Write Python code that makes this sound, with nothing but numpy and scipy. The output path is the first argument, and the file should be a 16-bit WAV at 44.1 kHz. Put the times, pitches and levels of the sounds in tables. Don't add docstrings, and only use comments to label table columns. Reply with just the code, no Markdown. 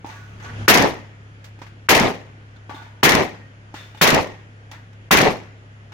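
import sys
import numpy as np
from scipy import signal
from scipy.io import wavfile
from scipy.ndimage import uniform_filter1d

SR = 44100
rng = np.random.default_rng(int(sys.argv[2]) if len(sys.argv) > 2 else 0)


def dump(signal):
    limited = np.clip(np.atleast_2d(signal).T, -1, 1)
    pcm = np.round(limited * 32767).astype(np.int16)
    wavfile.write(sys.argv[1], SR, pcm)


N = 261513

# frequency in Hz, shared part from -1 to 1.
REFLECTED_SAME = [(60, 0.54), (130, .55), (290, 0.47), (640, 0.54), (1400, 0), (5000, 0), (15000, 0.015)]
# frequency in Hz, left over right in dB.
REFLECTED_LEFT = [(60, 4), (150, 0), (380, 2), (950, -1), (2380, 7), (5980, -5.5), (15000, 4.5)]


def gain_of(db):
    return 10 ** (np.asarray(db) / 20)


def evened(x):
    return x / np.sqrt(np.mean(x ** 2) + 1e-20)


def read(points, hz):
    f, value = np.transpose(points)
    return np.interp(np.log(hz + 1), np.log(f + 1), value)


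def add(mix, s, sound):
    part = mix[:, round(s * SR):][:, :sound.shape[1]]
    part += sound[:, :part.shape[1]]


def panned(db):
    return gain_of([[db / 2], [-db / 2]])


def smoothed_grid(bins, frames, bin_size, frame_size):
    grid = rng.standard_normal((bins, frames))
    grid = uniform_filter1d(grid, size=bin_size, axis=0)
    return evened(uniform_filter1d(grid, size=frame_size, axis=1))


def shaped(pair, field_db, same, size):
    hz, t, z = signal.stft(pair, SR, nperseg=size, noverlap=size * 3 // 4)
    c = np.clip(read(same, hz), -1, 1)[:, None]
    right = c * z[0] + np.sqrt(1 - c ** 2) * z[1]
    z = np.array([z[0], right]) * gain_of(field_db(hz[:, None], t))
    return signal.istft(z, SR, nperseg=size, noverlap=size * 3 // 4)[1][:, :pair.shape[1]]


def noise(colour, size, frame_size=128, loss_db=0):
    lean = np.array([.5, -.5])[:, None, None]

    def field_db(hz, at):
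        absorbed = loss_db * at * np.clip(hz / 12500 - 1, 0, 1)
        return read(colour, hz) + lean * read(REFLECTED_LEFT, hz) - absorbed
    white = rng.standard_normal((2, size))
    return evened(shaped(white, field_db, REFLECTED_SAME, size=frame_size))


def field():
    # frequency in Hz, relative level in dB per Hz.
    hiss_colour = [(20, -4.5), (60, 0), (110, 4.5), (180, 1), (250, 0), (330, -2.5), (450, -3), (740, -6.5),
                   (1060, -9.5), (1530, -4.5), (1910, -8), (3250, -13.5), (3840, -21.5), (7000, -25),
                   (8500, -41), (10300, -31.5), (11500, -47.5), (16000, -54.5)]
    # frequency in Hz, shared part from -1 to 1.
    hiss_same = [(60, 0.97), (130, 1), (290, 0.83), (640, 0.25), (1410, -0.57), (3100, -0.021),
                 (6820, -0.029), (15000, 0.16)]
    level_db, patch_db = -51, 1.1
    patches = smoothed_grid(513, N // 256 + 9, bin_size=10, frame_size=12)

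    def colour_db(hz, at):
        return read(hiss_colour, hz) + patch_db * patches[:, :len(at)]
    hiss = shaped(rng.standard_normal((2, N)), colour_db, hiss_same, size=1024)
    return gain_of(level_db) * evened(hiss) * panned(0.71)


def engine():
    # multiple of the firing rate, mean level in dB rms before panning.
    orders = [(1, -64.5), (2, -60.5), (3, -45.5), (4, -58.5), (5, -62.5), (6, -71), (7, -67), (8, -70.5)]
    firing_hz, waver_db = 34.6, 0.71
    turns = firing_hz * np.arange(N) / SR
    out = np.zeros((2, N))
    for k, db in orders:
        waver = uniform_filter1d(rng.standard_normal(N), size=3000)
        waver = evened(uniform_filter1d(waver, size=3000))
        lag = np.array([[0], [-.0075 * k]])
        tone = np.sin(2 * np.pi * (round(k) * turns + rng.random() + lag))
        out += np.sqrt(2) * gain_of(db + waver_db * waver) * tone
    return out * panned(0.65)


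def ringing(modes, t, t60):
    struck = rng.standard_normal((2, len(t))) * (rng.random(len(t)) < 900 / SR)
    grains = struck * gain_of(-60 * t / max(t60, .02))
    grains[:, 0] = 0.56
    grains[1] = 0.37 * grains[0] + 1.9 * grains[1]
    response = 0
    for hz, width, db in modes:
        decay = np.exp(-np.pi * width * t)
        response = response + gain_of(db) * np.sqrt(width) * decay * np.sin(2 * np.pi * hz * t)
    ring = signal.fftconvolve(grains, response[None], axes=1)[:, :len(t)]
    return ring / np.sqrt(np.mean(ring[:, :2205] ** 2) + 1e-20)


def clank(knock_db, thud_db, rattle_db, ring_db, ring_hz, t60, pan_db):
    # frequency in Hz, width in Hz, relative level in dB.
    steel = [(887, 35, 5), (950, 37, 0), (1144, 17, -2.5), (1473, 22, 3), (1640, 25, -0.5),
             (1820, 53, -3.5), (1950, 40, -2), (2210, 77, -10), (2500, 80, -8), (2920, 50, -7.5),
             (3540, 35, -3), (3660, 35, -6), (4150, 180, -10.5), (6200, 280, -10.5)]
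    # frequency in Hz, relative level in dB per Hz.
    rattle_colour = [(150, -25), (400, -6), (900, -2.5), (1800, 1.5), (3200, -5.5), (4500, -9.5),
                     (6500, -14), (9000, -26), (16000, -30)]
    narrow_db = 34
    t = np.arange(22000) / SR
    knock_hz = rng.uniform(821.2, 867.1)
    knock = gain_of(knock_db - 60 * t / 0.037) * np.sin(2 * np.pi * knock_hz * t)
    thud = gain_of(thud_db - 60 * t / 0.028) * np.sin(2 * np.pi * 300 * t)
    impact = (knock + thud) * np.minimum(t / 0.00075, 1)

    treble_db = 3 * np.log2(ring_hz / 1400)
    colour = [(hz, db + treble_db * np.log2(1 + (hz / 3000) ** 2) / 2) for hz, db in rattle_colour]
    rattle = noise(colour, size=len(t), frame_size=256) * gain_of(rattle_db - 60 * t / max(t60, .02))
    rattle = rattle * (1 - np.exp(-t / 0.00062))

    modes = [(hz, width, db - narrow_db * abs(np.log2(hz / ring_hz))) for hz, width, db in steel]
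    ring = gain_of(ring_db) * ringing(modes, t, t60)
    return (impact + rattle + ring) * panned(pan_db)


def slap(db, length, pan_db):
    # frequency in Hz, relative level in dB per Hz.
    slap_colour = [(800, -27.5), (3000, 2.5), (6500, -1.5), (8000, -10.5), (12000, -9.5), (16000, -18.5)]
    t = np.arange(2000) / SR
    shape = (1 - np.exp(-t / 0.0013)) * np.exp(-(t / max(length, .001)) ** 2)
    return noise(slap_colour, size=len(t)) * gain_of(db - 4.5) * shape * panned(pan_db)


def swing(db, hz, cycles):
    u = (np.arange(600) / SR - .004) * hz
    return -gain_of(db) * np.cos(2 * np.pi * u - .2) * np.exp(-(u / cycles) ** 2) * np.ones((2, 1))


def boom(db, hz, side):
    pulse = swing(db, hz, cycles=0.95)
    right = np.roll(pulse[1], round(side * 30))
    return np.array([pulse[0], right]) * panned(7 * side)


def treble_gain(t):
    # delay after the blast in seconds, relative level in dB, hold in seconds, t60 in seconds.
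    returns = [(.001, -14.5, 0.026, 0.082), (0.057, -21.5, 0.015, 0.064), (0.082, -36, 0.051, 0.2),
               (0.191, -41, .026, .09), (0.258, -48.5, .004, .03)]
    power = 0
    for s, db, hold, t60 in returns:
        decay_db = 120 * np.maximum(t - s - hold, 0) / t60
        rise = np.clip((t - s) / 0.0012, 0, 1)
        power = power + gain_of(2 * db - decay_db) * rise ** 2
    return np.sqrt(power)


def roar_level_db(t, hold_s):
    sag_db, knee_db = -5, -26.5
    drop_db_per_s, die_db_per_s = 180.5, 139
    knee_s = hold_s + (sag_db - knee_db) / drop_db_per_s
    level_db = np.interp(t, [0, hold_s, knee_s], [0, sag_db, knee_db])
    level_db = level_db - die_db_per_s * np.maximum(t - knee_s, 0)
    wall_gap_db = -0.5 * np.exp(-((t - .052) / .008) ** 2)
    far_swell_db = 1.5 * np.exp(-((t - hold_s) / 0.024) ** 2)
    return level_db + wall_gap_db + far_swell_db


def roar(db, hold_s, returns_per_s=6000, spread_db=1.0):
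    # frequency in Hz, relative level in dB per Hz.
    near_colour = [(35, -48.5), (60, -17), (139, 6.5), (469, -3), (1010, 1.5), (1740, 6), (2000, 6),
                   (4750, -10.5), (6430, -9.5), (7750, -26), (12700, -22.5), (16000, -26.5)]
    far_colour = [(35, -42.5), (60, -12.5), (113, 10), (193, -4), (380, 7), (715, 1.5), (862, 1),
                  (1470, -20.5), (1950, -12.5), (2650, -19.5), (5460, -28.5), (16000, -62)]
    dull_first, dull_farthest, dull_last, dull_bend = 0.18, 0.66, 0.44, 1.9
    lumpy_db = 2
    t = np.arange(21000) / SR
    taps = rng.standard_normal((2, len(t))) * (rng.random((2, len(t))) < returns_per_s / SR)
    taps = taps * gain_of(spread_db * np.minimum(rng.exponential(1, taps.shape), 4))
    lumps = smoothed_grid(257, len(t) // 128 + 9, bin_size=5, frame_size=5)

    def levelled(points, hz):
        curve_db = read(points, hz)
        return curve_db - 10 * np.log10(np.mean(gain_of(2 * curve_db)))

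    def colour_db(hz, at):
        growing = dull_first + (dull_farthest - dull_first) * (at / hold_s) ** dull_bend
        easing = np.interp(at, [hold_s, t[-1]], [dull_farthest, dull_last])
        share = np.where(at < hold_s, growing, easing)
        blend_db = (1 - share) * levelled(near_colour, hz) + share * levelled(far_colour, hz)
        lean = read(REFLECTED_LEFT, hz) / 2
        return blend_db + lumpy_db * lumps[:, :len(at)] + np.array([lean, -lean])
    sound = shaped(taps, colour_db, REFLECTED_SAME, size=512)
    fade = np.clip((t[-1] - t) / 0.034, 0, 1) * np.clip(t / 0.00033, 0, 1)
    return evened(sound) * gain_of(db + roar_level_db(t, hold_s)) * fade


def blast(db, hz, hiss_db, roar_db, plate_db, hold_s):
    # frequency in Hz, relative level in dB per Hz.
    treble_colour = [(800, -28.5), (3000, 3), (6500, -3), (7800, -10), (10000, -9), (13000, -5.5),
                     (16000, -8.5)]
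    # frequency in Hz, relative level in dB per Hz.
    tail_colour = [(35, -49.5), (88, -27.5), (150, 4.5), (561, -6), (655, -12.5), (1460, -18), (1890, -6),
                   (4380, -26.5), (7330, -30), (9000, -51.5), (11700, -77.5), (19800, -120)]
    # delay after the blast in seconds, mean level setting in dB, length in seconds, left over right in dB.
    bolt_slaps = [(.0605, -5.5, 0.005, 2), (0.077, -9.5, .004, 4)]
    # delay in seconds, mean level before panning in dB, frequency in Hz, side from -1 right to 1 left.
    bank_booms = [(.024, -10.5, 366, 0), (.038, -11.5, 370, -.3), (0.067, -13.5, 390, 0.27),
                  (.118, -10, 200, -.3), (.156, -9, 605, -0.16)]
    uneven_db, uneven_s = 1.5, .002
    t = np.arange(30000) / SR - .004
    treble = noise(treble_colour, size=len(t), loss_db=248.5) * gain_of(hiss_db) * treble_gain(t)
    tail = noise(tail_colour, size=len(t), frame_size=1900)
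    tail = tail * gain_of(-29.0 - 60 * t / 0.93) * np.clip(t / 0.11, 0, 1)
    crack = np.sin(2 * np.pi * 2500 * t) * np.exp(-((t + .0014) / .0007) ** 2)
    crack = gain_of(db - 17.) * crack * panned(5.)
    plate = ringing([(1865, 15, 0)], np.maximum(t, 0), t60=0.71) * np.clip(t / 0.029 - 1, 0, 1)
    out = treble + tail + crack + gain_of(plate_db - 2.0) * plate
    add(out, 0, swing(db, hz, cycles=.7))
    add(out, .0045, roar(roar_db, hold_s))
    for s, slap_db, length, pan_db in bolt_slaps:
        add(out, s + .004, slap(slap_db + uneven_db * rng.uniform(-1, 1), length, pan_db))
    for s, boom_db, boom_hz, side in bank_booms:
        louder, later = rng.uniform(-1, 1, size=2)
        add(out, s + .002 + uneven_s * later, boom(boom_db + uneven_db * louder, boom_hz, side))
    return out


def scene():
    # centre of the pull in seconds, swing level in dB, swing frequency in Hz,
    # relative treble level in dB, roar level in dB, plate ring setting in dB, hold of the roar in seconds.
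    shots = [(0.6807, 2, 1450, 2, -10, -26, 0.17), (1.8889, -1.5, 1480, -1, -11, -40, 0.17),
             (3.0313, -2, 1405, -0.5, -11, -27, 0.17), (4.0133, -3, 1394, 0, -11, -30, 0.17),
             (5.1102, -2.5, 1090, -1.5, -10, -36.5, 0.16)]
    # start in seconds, level setting in dB, length in seconds, left over right in dB.
    bolt_clacks = [(.7734, -4.5, 0.0036, -3), (.782, -6.5, 0.0026, -10), (.822, -12, 0.0051, -4),
                   (1.976, -12.5, 0.0044, -1), (1.998, -8, 0.0033, -4), (3.119, -11, .007, -3),
                   (3.150, -7.5, .0055, -2), (4.102, -9.5, 0.0083, 0), (4.145, -9, 0.0054, 1),
                   (5.212, -12, 0.0089, 1)]
    # start in seconds, knock, thud, rattle and ring levels in dB before panning,
    # centre of the ring in Hz, t60 in seconds, left over right in dB.
    steel_clanks = [(.045, -25, -24, -43.5, -39, 880, 0.25, .5), (.062, -42, -55, -49, -57, 6200, 1, -3),
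                    (.089, -46, -47, -42.5, -48, 1150, 0.65, 1), (.102, -65, -65, -62, -55, 4100, .08, 0),
                    (.107, -60, -62, -55, -52, 1470, .15, 2), (.122, -60, -60, -60, -48, 1830, .35, 2),
                    (.158, -58, -55, -58.5, -48, 1550, 1, 2.5),
                    (.399, -48, -38, -46.5, -47, 1300, 0.97, 0.5),
                    (0.426, -51, -55, -60, -53.5, 6200, 0.3, 2), (.445, -42, -37, -40, -44, 1150, .3, 1),
                    (.485, -60, -60, -53, -43, 1700, 0.23, -1), (1.442, -59, -46, -42, -74, 4200, 0.18, -3),
                    (1.589, -43, -38, -51, -65, 2500, .2, -1.5),
                    (1.616, -42, -31.5, -38, -47, 1000, 0.17, -4.5),
                    (1.664, -50, -50, -46, -64, 1300, .19, 4.5), (2.560, -62, -62, -61, -61, 1400, .12, -3),
                    (2.563, -65, -65, -59, -63, 4200, .04, 3),
                    (2.694, -33, -29.5, -41, -38, 1100, 0.4, 3.5),
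                    (2.71, -27, -48, -58, -46.5, 850, 0.27, 1.5),
                    (2.744, -35, -28, -46.5, -50, 3680, 0.43, 1),
                    (2.755, -60, -60, -57, -48.5, 840, .9, 2.5), (2.762, -60, -58, -61, -46, 1490, .7, 3),
                    (2.819, -45, -40, -45.5, -51.5, 900, 0.46, 2),
                    (3.741, -27, -26.5, -38, -50, 1900, 0.67, 0),
                    (3.759, -44, -60, -51.5, -46.5, 3500, 0.53, 6),
                    (3.838, -65, -65, -62, -63, 3520, .35, 6.5),
                    (3.947, -35, -40, -49.5, -53.5, 2800, .23, -2),
                    (3.973, -43, -48.5, -46.5, -52, 3500, .25, 4.5),
                    (4.714, -35.5, -46, -36, -61, 3600, 0.098, -1), (4.73, -35, -56, -44, -52, 940, 0.3, 0),
                    (4.737, -60, -62, -50, -49.5, 1890, 0.37, 5), (4.93, -54, -58, -51, -70, 2500, .06, -2),
                    (5.92, -39.5, -40, -42.5, -50, 1200, .3, 0)]
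    # time in seconds, gain in dB.
    swell = [(0, 1.5), (.2, 2), (.35, 5.5), (.5, 9.5), (.62, 15.5), (.68, 11.5), (0.751, 3), (1.2, 1.5),
             (5.93, 1)]
    mix = np.zeros((2, N))
    for s, *columns in shots:
        add(mix, s - .004, blast(*columns))
    for s, *columns in bolt_clacks:
        add(mix, s, slap(*columns))
    for s, *columns in steel_clanks:
        add(mix, s, clank(*columns))
    power = abs(uniform_filter1d((mix ** 2).mean(0), size=1500))
    loud_db = 10 * np.log10(power + 1e-12)
    sunk_db = np.clip(2.0 * (loud_db + 33.0), 0, 9.)
    swell_db = np.interp(np.arange(N) / SR, *np.transpose(swell))
    background = (engine() + field()) * gain_of(swell_db)
    return mix + background / gain_of(sunk_db)


def record(dry):
    rounded = dry / (1 + (dry / .99) ** 6) ** (1 / 6)
    low_pass = signal.firwin(511, 16050, window=("kaiser", 9), fs=SR)
    return signal.oaconvolve(rounded, low_pass[None], "same")


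dry = scene()
out = record(dry)
dump(out)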